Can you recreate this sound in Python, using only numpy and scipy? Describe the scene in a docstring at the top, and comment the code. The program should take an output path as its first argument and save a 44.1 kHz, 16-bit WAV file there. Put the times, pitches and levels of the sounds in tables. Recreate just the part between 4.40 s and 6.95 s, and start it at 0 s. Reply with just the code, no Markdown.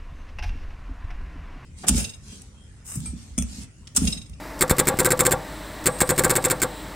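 """In a workshop, close up, a pneumatic dot-pin marker punches two lines of ten dots into a metal part.
Each stroke is one cycle: the valve ticks and squeaks, the pin is launched, strikes and chatters,
its recoil clanks the casing and thumps the head, and the carriage steps on. A few strokes bring a low pop.
Behind them are mains hum, workshop noise and a faint hiss of leaking air; a short echo adds width."""
import sys
import numpy as np
from scipy import signal
from scipy.fft import rfft, irfft, next_fast_len
from scipy.io import wavfile
from scipy.ndimage import map_coordinates

SR = 44100
rng = np.random.default_rng(int(sys.argv[2]) if len(sys.argv) > 2 else 0)


def store_pcm(level_fs):
    """Save levels as 16-bit WAV."""
    pcm = np.round(np.clip(level_fs, -1, 1) * 32767).astype(np.int16)
    wavfile.write(sys.argv[1], SR, np.atleast_2d(pcm).T)


N = 112454
TIME = np.arange(N) / SR


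def amp(db):
    """Decibels to gain."""
    return 10 ** (np.asarray(db) / 20)


def curve(points, hz):
    """Read (Hz, value) points along a log frequency axis."""
    knots, values = np.transpose(points)
    return np.interp(np.log(hz + 1), np.log(knots + 1), values)


def filtered(x, gain):
    """Apply a gain that depends on frequency."""
    size = next_fast_len(len(x) + 4096)
    return irfft(rfft(x, size) * gain(np.fft.rfftfreq(size, 1 / SR)), size)[:len(x)]


def eq(x, tone):
    """Shape a sound with an EQ curve of (Hz, dB) points."""
    return filtered(x, lambda hz: amp(curve(tone, hz)))


def noise(tone, size):
    """Coloured noise of rms 1."""
    x = eq(rng.standard_normal(size), tone)
    return x / np.sqrt(np.mean(x ** 2) + 1e-20)


def wobble(rate):
    """A smooth random curve, rate knots a second."""
    return map_coordinates(rng.standard_normal(int(N * rate / SR) + 4), [TIME * rate])


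def add(track, start, sound):
    """Mix a sound into the track, start seconds in."""
    part = track[max(round(start * SR), 0):][:len(sound)]
    part += sound[:len(part)]


def ring(modes, scatter_db, detune, hold_s=0):
    """Damped modes, a little different at each blow, sustained for hold_s before they die away."""
    hz, db, t60 = np.transpose(modes)[:, :, None]
    level, pitch = rng.standard_normal((2, len(hz), 1))
    t = TIME[:int((t60.max() + hold_s) * SR)]
    decay = amp(db + scatter_db * level - 60 * np.maximum(t - hold_s, 0) / t60)
    return np.sum(decay * np.sin(2 * np.pi * hz * (1 + detune * pitch) * t), axis=0)


# The colour of the room tone. Each row: frequency in Hz, relative level in dB.
SHOP_TONE = [(12, -41), (20, -59), (38, -17.5), (59, -4), (76, -11), (196, -9), (232, -15.5), (306, -5),
             (372, -18.5), (404, -16), (614, -14.5), (788, -17.5), (906, -14), (1450, -20), (1870, -17),
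             (3260, -34), (4950, -29), (6910, -35.5), (15500, -37.5)]


def workshop_noise():
    """A low, steady bed of shop noise whose level drifts slightly."""
    return amp(-37.5 + 0.7 * wobble(8)) * noise(SHOP_TONE, N)


# The partials of the hum. Each row: frequency in Hz, rms level in dB.
HUM_PARTIALS = [(48.6, -43.5), (306, -55.5), (398, -55.5), (597, -51), (632, -50.5), (888, -52.5)]


def mains_hum():
    """Each partial of the hum wavers on its own in level and phase."""
    out = np.zeros(N)
    for hz, db in HUM_PARTIALS:
        peak = np.sqrt(2) * amp(db + 0.54 * wobble(8.2))
        out += peak * np.sin(2 * np.pi * hz * TIME + hz / 400 * wobble(14))
    return out


# The colours of the hiss and the whistle. Each row: frequency in Hz, relative level in dB.
HISS_TONE = [(1500, -11), (4000, 5.5), (6300, -36.5), (7400, 1.5), (8300, 0.5), (9800, -11.5), (13000, -47),
             (15300, -2.5)]
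WHISTLE_TONE = [(5000, -54), (7400, -18), (8000, -7), (8350, 1.5), (8700, -6.5), (10000, -22), (15000, -32)]
# Their fader moves. Each row: time in seconds, level in dB.
HISS_FADER = [(0, -51), (.2, -56), (.5, -44.5), (.95, -50), (1.1, -46), (1.3, -45.5), (1.5, -48),
              (1.9, -45), (2.18, -48), (2.4, -42), (2.55, -49)]
WHISTLE_FADER = [(1.42, -80), (1.48, -42), (1.7, -42), (2.0, -46), (2.15, -53), (2.35, -70)]


def air_leak():
    """Leaking air hisses throughout and whistles during the second line of dots."""
    hiss_db = np.interp(TIME, *np.transpose(HISS_FADER)) + 0.27 * wobble(27.04)
    hiss = amp(hiss_db) * noise(HISS_TONE, N)
    whistle_db = np.interp(TIME, *np.transpose(WHISTLE_FADER)) + 1.9 * wobble(39.9)
    return hiss + amp(whistle_db) * noise(WHISTLE_TONE, N)


# How long the room rings. Each row: frequency in Hz, time to fall 60 dB in seconds.
ECHO_DECAY = [(100, 0.073), (500, 0.49), (2000, 0.083), (8000, 0.095), (15000, 0.099)]
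# The EQ on the echo. Each row: frequency in Hz, gain in dB.
ECHO_TONE = [(60, -56), (150, 8.5), (350, -16), (520, -10), (900, -5.5), (2000, -18), (4000, -10),
             (8000, -53.5), (15000, -42)]


def room_echo(x):
    """The workshop's short echo, a noise tail that lingers longest in the low mids."""
    hz, t, spectrum = signal.stft(rng.standard_normal(SR // 2), SR, nperseg=256)
    decay = amp(-60 * t / curve(ECHO_DECAY, hz)[:, None])
    tail = signal.istft(spectrum * decay, SR, nperseg=256)[1]
    response = np.pad(tail, (400, 0)) / np.linalg.norm(tail)  # 9 ms of pre-delay
    return eq(signal.fftconvolve(x, response)[:N], ECHO_TONE)


# The pops. Each row: time in seconds, push level in dB, suction level in dB.
POP_CUES = [(.2233, -27, -20), (0.3113, -4, -7), (.3988, -24, -36), (.5417, -14, -19), (.9365, -19, -20),
            (1.618, -2, -17), (1.851, -8, -21)]


def low_pops():
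    """An occasional low pop: a sharp push of pressure, a longer suction and a slow swing back."""
    def pulse(centre_s, width_s):
        return np.exp(-((TIME - centre_s) / width_s) ** 2)

    out = np.zeros(N)
    for start, push_db, suction_db in POP_CUES:
        out += amp(push_db) * pulse(start, width_s=0.00025)
        out -= amp(suction_db) * pulse(start + 0.002, width_s=0.0018)
        out += 0.14 * amp(suction_db) * pulse(start + 0.01, width_s=0.0034)
    return signal.sosfilt(signal.butter(2, 22, "highpass", fs=SR, output="sos"), out)


# The cue sheet for the whole machine, one stroke per dot. Each row: start in seconds,
# then trims in dB for launch, strike, rebound, head and carriage.
STROKE_CUES = [(0.2091, 1.5, 4, 3.5, 5.6, -4), (0.2961, -1, 0.3, 0.3, 2, -1.2),
               (0.3837, -2, 4, 4, 5.6, -1.7), (0.4713, -1.5, 0.5, 2.6, 6.5, -0.7),
               (0.5882, -2, 2, 2, 5.4, -1.2), (0.6472, -1.5, 1.5, 2, 4.5, 1),
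               (0.7048, -2, -2.5, 2.2, 4, -2), (0.7919, -1.5, 0, 3.9, 4.5, -0.5),
               (0.8511, -2.5, 0, 3.5, 3.7, -0.6), (0.9094, -5.5, 0, 1.5, 3, 0),
               (1.4576, 0, 4.2, 3.1, 4, -0.9), (1.604, 0, 2.5, 1, -1, -3),
               (1.6913, -1.7, 0.3, 0.7, 6, -1.3), (1.779, -1.5, 2, 1.5, 4.2, -1),
               (1.837, -3, 4, -1.5, 4, 0.2), (1.8957, -2, 2.3, 0.5, 3.5, -1.3),
               (1.9541, -2.5, 2, -2.5, 1.7, -1.2), (2.0412, -3.5, 2, 0.5, 3, -1.5),
               (2.1002, -3, 0.9, 0, 0.5, -1.9), (2.2175, -0.5, 0, 0.7, 0, -2.5)]
# Extra steps on a longer move of the carriage. Each row: start in seconds, trim in dB.
EXTRA_STEPS = [(.517, -6.5), (.53, -10)]
# The frame's ring. Each row: frequency in Hz, relative level in dB, time to fall 60 dB in seconds.
FRAME_MODES = [(124, -29, .13), (172, -40, .08), (220, -37, .07), (507, -19, .06), (545, -33, .035),
               (795, -29, .055), (838, -33, .06), (915, -30, .045), (1080, -34, .045), (1155, -30, .06),
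               (1394, -32, .06), (1660, -34, .055)]
# The colour of the rattle. Each row: frequency in Hz, relative level in dB.
RATTLE_TONE = [(100, -5), (400, -19), (650, -26), (900, 12), (1250, -24), (1700, 7), (2300, 2.5),
               (2900, -16), (6000, -26)]


def carriage():
    """After each dot the carriage steps on: its frame sings briefly over a soft rattle."""
    delay_s, attack_s, rattle_t60_s = 0.0245, 0.002, 0.04
    steps = [(start + delay_s, db) for start, *_, db in STROKE_CUES]
    out = np.zeros(N)
    for start, db in steps + EXTRA_STEPS:
        frame = amp(0.5) * ring(FRAME_MODES, scatter_db=1.5, detune=0.005, hold_s=0.011)
        t = TIME[:len(frame)]
        rattle = amp(-24.5 - 60 * t / rattle_t60_s) * noise(RATTLE_TONE, SR // 4)[:len(t)]
        add(out, start, amp(db) * (frame + rattle) * np.minimum(t / attack_s, 1))
    return out


# The casing's clank and the head's heavy thump.
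# Each row: frequency in Hz, relative level in dB, time to fall 60 dB in seconds.
CASING_MODES = [(1150, -33, .06), (1400, -34, .06), (1565, -25, .065), (1820, -29, .045), (1950, -31, .035),
                (2170, -28, .06), (2298, -31, .05), (2470, -35, .035), (2645, -37, .08)]
HEAD_MODES = [(134, -29.5, 0.085), (194, -31.5, 0.093), (286, -24, 0.044), (376.3, -17, 0.045),
              (680, -37.5, 0.01)]
# The blows each takes in one stroke. Each row: delay in seconds, trim in dB.
CASING_BLOWS = [(0.0001, 2), (.0092, 2.5), (0.0155, -5)]
HEAD_BLOWS = [(.0002, -7.5), (.0082, -9), (0.0141, -2.5)]


def head_recoil():
    """The pin's recoil clanks the casing and thumps the whole head."""
    casing_db, casing_attack_s = -1.5, 0.001
    out = np.zeros(N)
    for start, *_, head_db, _ in STROKE_CUES:
        for delay, db in CASING_BLOWS:
            clank = ring(CASING_MODES, scatter_db=2.5, detune=0.004)
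            attack = 1 - np.exp(-TIME[:len(clank)] / casing_attack_s)
            add(out, start + delay, amp(db + casing_db) * clank * attack)
        for delay, db in HEAD_BLOWS:
            thump = ring(HEAD_MODES, scatter_db=1.2, detune=0.004)
            add(out, start + delay, amp(db + head_db) * thump)
    return out


# The bright ring of pin and part. Each row: frequency in Hz, relative level in dB on the first line
# of dots, the same on the second line, time to fall 60 dB in seconds.
STEEL_MODES = [(4480, -16, -17, .03), (5320, -17, -18, .04), (7100, -16, -12, .04), (7595, -7, -8, .055),
               (7800, -12, -10, .05), (7990, -11, -12, .04), (8370, -10, -8, .05), (8640, -9, -14, .04),
               (9650, -14, -19, .06), (10350, -22, -15, .04), (11600, -11, -17, .05),
               (14380, -15, -20, .035), (15280, -13, -15, .03)]
SECOND_LINE_S = 1.2


def steel_ring(start):
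    """A few clear steel modes, whose balance depends on the line being marked."""
    modes = [(hz, first_db if start < SECOND_LINE_S else second_db, t60)
             for hz, first_db, second_db, t60 in STEEL_MODES]
    return ring(modes, scatter_db=3, detune=0.003)


def contacts(pattern, tone, trims_db, steel_db):
    """Steel meets steel: a dense, short ring and clear modes, in the same pattern at each stroke."""
    attack_s, jitter_s = 0.00078, 0.00025
    repeat_share = 0.6  # of the dense ring's power, alike at every stroke
    out, t = np.zeros(N), TIME[:2048]
    for delay, db, t60 in pattern:
        repeated = noise(tone, len(t))
        variations = noise(tone, len(t) * len(STROKE_CUES)).reshape(-1, len(t))
        envelope = amp(-60 * t / t60) * (1 - np.exp(-t / attack_s))
        for (start, *_), trim_db, fresh in zip(STROKE_CUES, trims_db, variations):
            onset = start + delay + jitter_s * rng.normal()
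            dense = np.sqrt(repeat_share) * repeated + np.sqrt(1 - repeat_share) * fresh
            add(out, onset, amp(db + trim_db) * envelope * dense)
            add(out, onset, amp(db + trim_db + steel_db) * steel_ring(onset))
    return out


# The tick ahead of each stroke. Its row: offset in seconds, level in dB, time to fall 60 dB in seconds.
VALVE_TICK = [(-0.018, -33, 0.054)]
# The colour of the tick. Each row: frequency in Hz, relative level in dB.
VALVE_TONE = [(2500, -11), (4400, -3.5), (6300, -6), (8200, 5), (9400, -14), (10500, -8), (11600, 0),
              (13000, -13), (15300, -11)]


def valve():
    """The valve opens with a tick, and the air squeaks upwards in pitch."""
    base_hz, sweep_hz_per_s, length_s = 3935, 140000, 0.011
    squeaks, t = np.zeros(N), TIME[:int(length_s * SR)]
    swell = np.sin(np.pi * t / length_s)
    for start, *_ in STROKE_CUES:
        level, pitch = rng.standard_normal(2)
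        hz = (base_hz + sweep_hz_per_s * t) * (1 + 0.02 * pitch)
        squeak = swell * np.sin(2 * np.pi * np.cumsum(hz) / SR)
        add(squeaks, start + VALVE_TICK[0][0], amp(-44.5 + 2 * level) * squeak)
    return squeaks + contacts(VALVE_TICK, VALVE_TONE, np.zeros(len(STROKE_CUES)), steel_db=-17)


# The pin's hits within one stroke.
# Each row: delay in seconds, relative level in dB, time to fall 60 dB in seconds.
LAUNCH_HITS = [(.0002, -10, 0.022), (.0027, -26, 0.066)]
STRIKE_HITS = [(.0084, -13.5, 0.023), (.0109, -27.5, 0.06)]
REBOUND_HITS = [(.0141, -11, .022), (.0162, -16, .03), (.0188, -28, .035)]
# The dense ring of the pin and its guide. Each row: frequency in Hz, relative level in dB.
LAUNCH_TONE = [(500, -30), (1100, -4), (1600, 0), (2250, 0), (2750, -12), (3600, -8), (4600, -13),
               (5300, -9), (6200, -16), (7200, -3), (8400, -1), (10000, -8), (11000, -14), (11700, -8),
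               (13000, -9), (14500, -6), (15300, -4)]
STRIKE_TONE = [(400, -20), (900, -1.5), (2100, -5.5), (2800, -19), (3600, -6.5), (4500, -9.5), (4900, -12),
               (6500, -15.5), (7100, -3), (7700, 0.5), (8600, -1.5), (9200, -4.5), (10000, -11.5),
               (11600, -10.5), (13000, -10.5), (14400, -10), (15300, -9.5)]


def pin():
    """The pin is launched, strikes the part and chatters as it rebounds."""
    _, launch_db, strike_db, rebound_db, _, _ = np.transpose(STROKE_CUES)
    launch = contacts(LAUNCH_HITS, LAUNCH_TONE, launch_db, steel_db=-6)
    strike = contacts(STRIKE_HITS, STRIKE_TONE, strike_db, steel_db=-2)
    rebound = contacts(REBOUND_HITS, STRIKE_TONE, rebound_db, steel_db=-13)
    return launch + strike + rebound


# Sends to the side channel: the mix itself, which pulls it left, and an echo, which widens it.
# Each row: frequency in Hz, gain in dB.
LEFT_LEAN = [(130, -35), (240, -37), (350, -15.5), (520, -19.5), (800, -21), (2000, -62)]
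ECHO_WIDTH = [(50, -35), (130, -53.5), (330, -37), (550, -13), (1000, -62), (2000, -32.5), (4000, -42),
              (15000, -27)]


def scene():
    """Nearly mono; the low mids lean to the left, and the machine's echo adds a little width."""
    machine = valve() + pin() + head_recoil() + carriage()
    mid = machine + amp(-3) * room_echo(machine) + low_pops()
    mid += mains_hum() + air_leak() + workshop_noise()
    side = eq(mid, LEFT_LEAN) + eq(room_echo(machine), ECHO_WIDTH)
    return np.array([mid + side, mid - side])


def record(dry):
    """The recorder blocks steady pressure and keeps nothing above its band limit."""
    low_cut_hz, top_hz = 10, 15600

    def gain(hz):
        return hz / np.hypot(hz, low_cut_hz) / np.sqrt(1 + (hz / top_hz) ** 240)

    return np.array([filtered(channel, gain) for channel in dry])


dry = scene()
out = record(dry)
store_pcm(out)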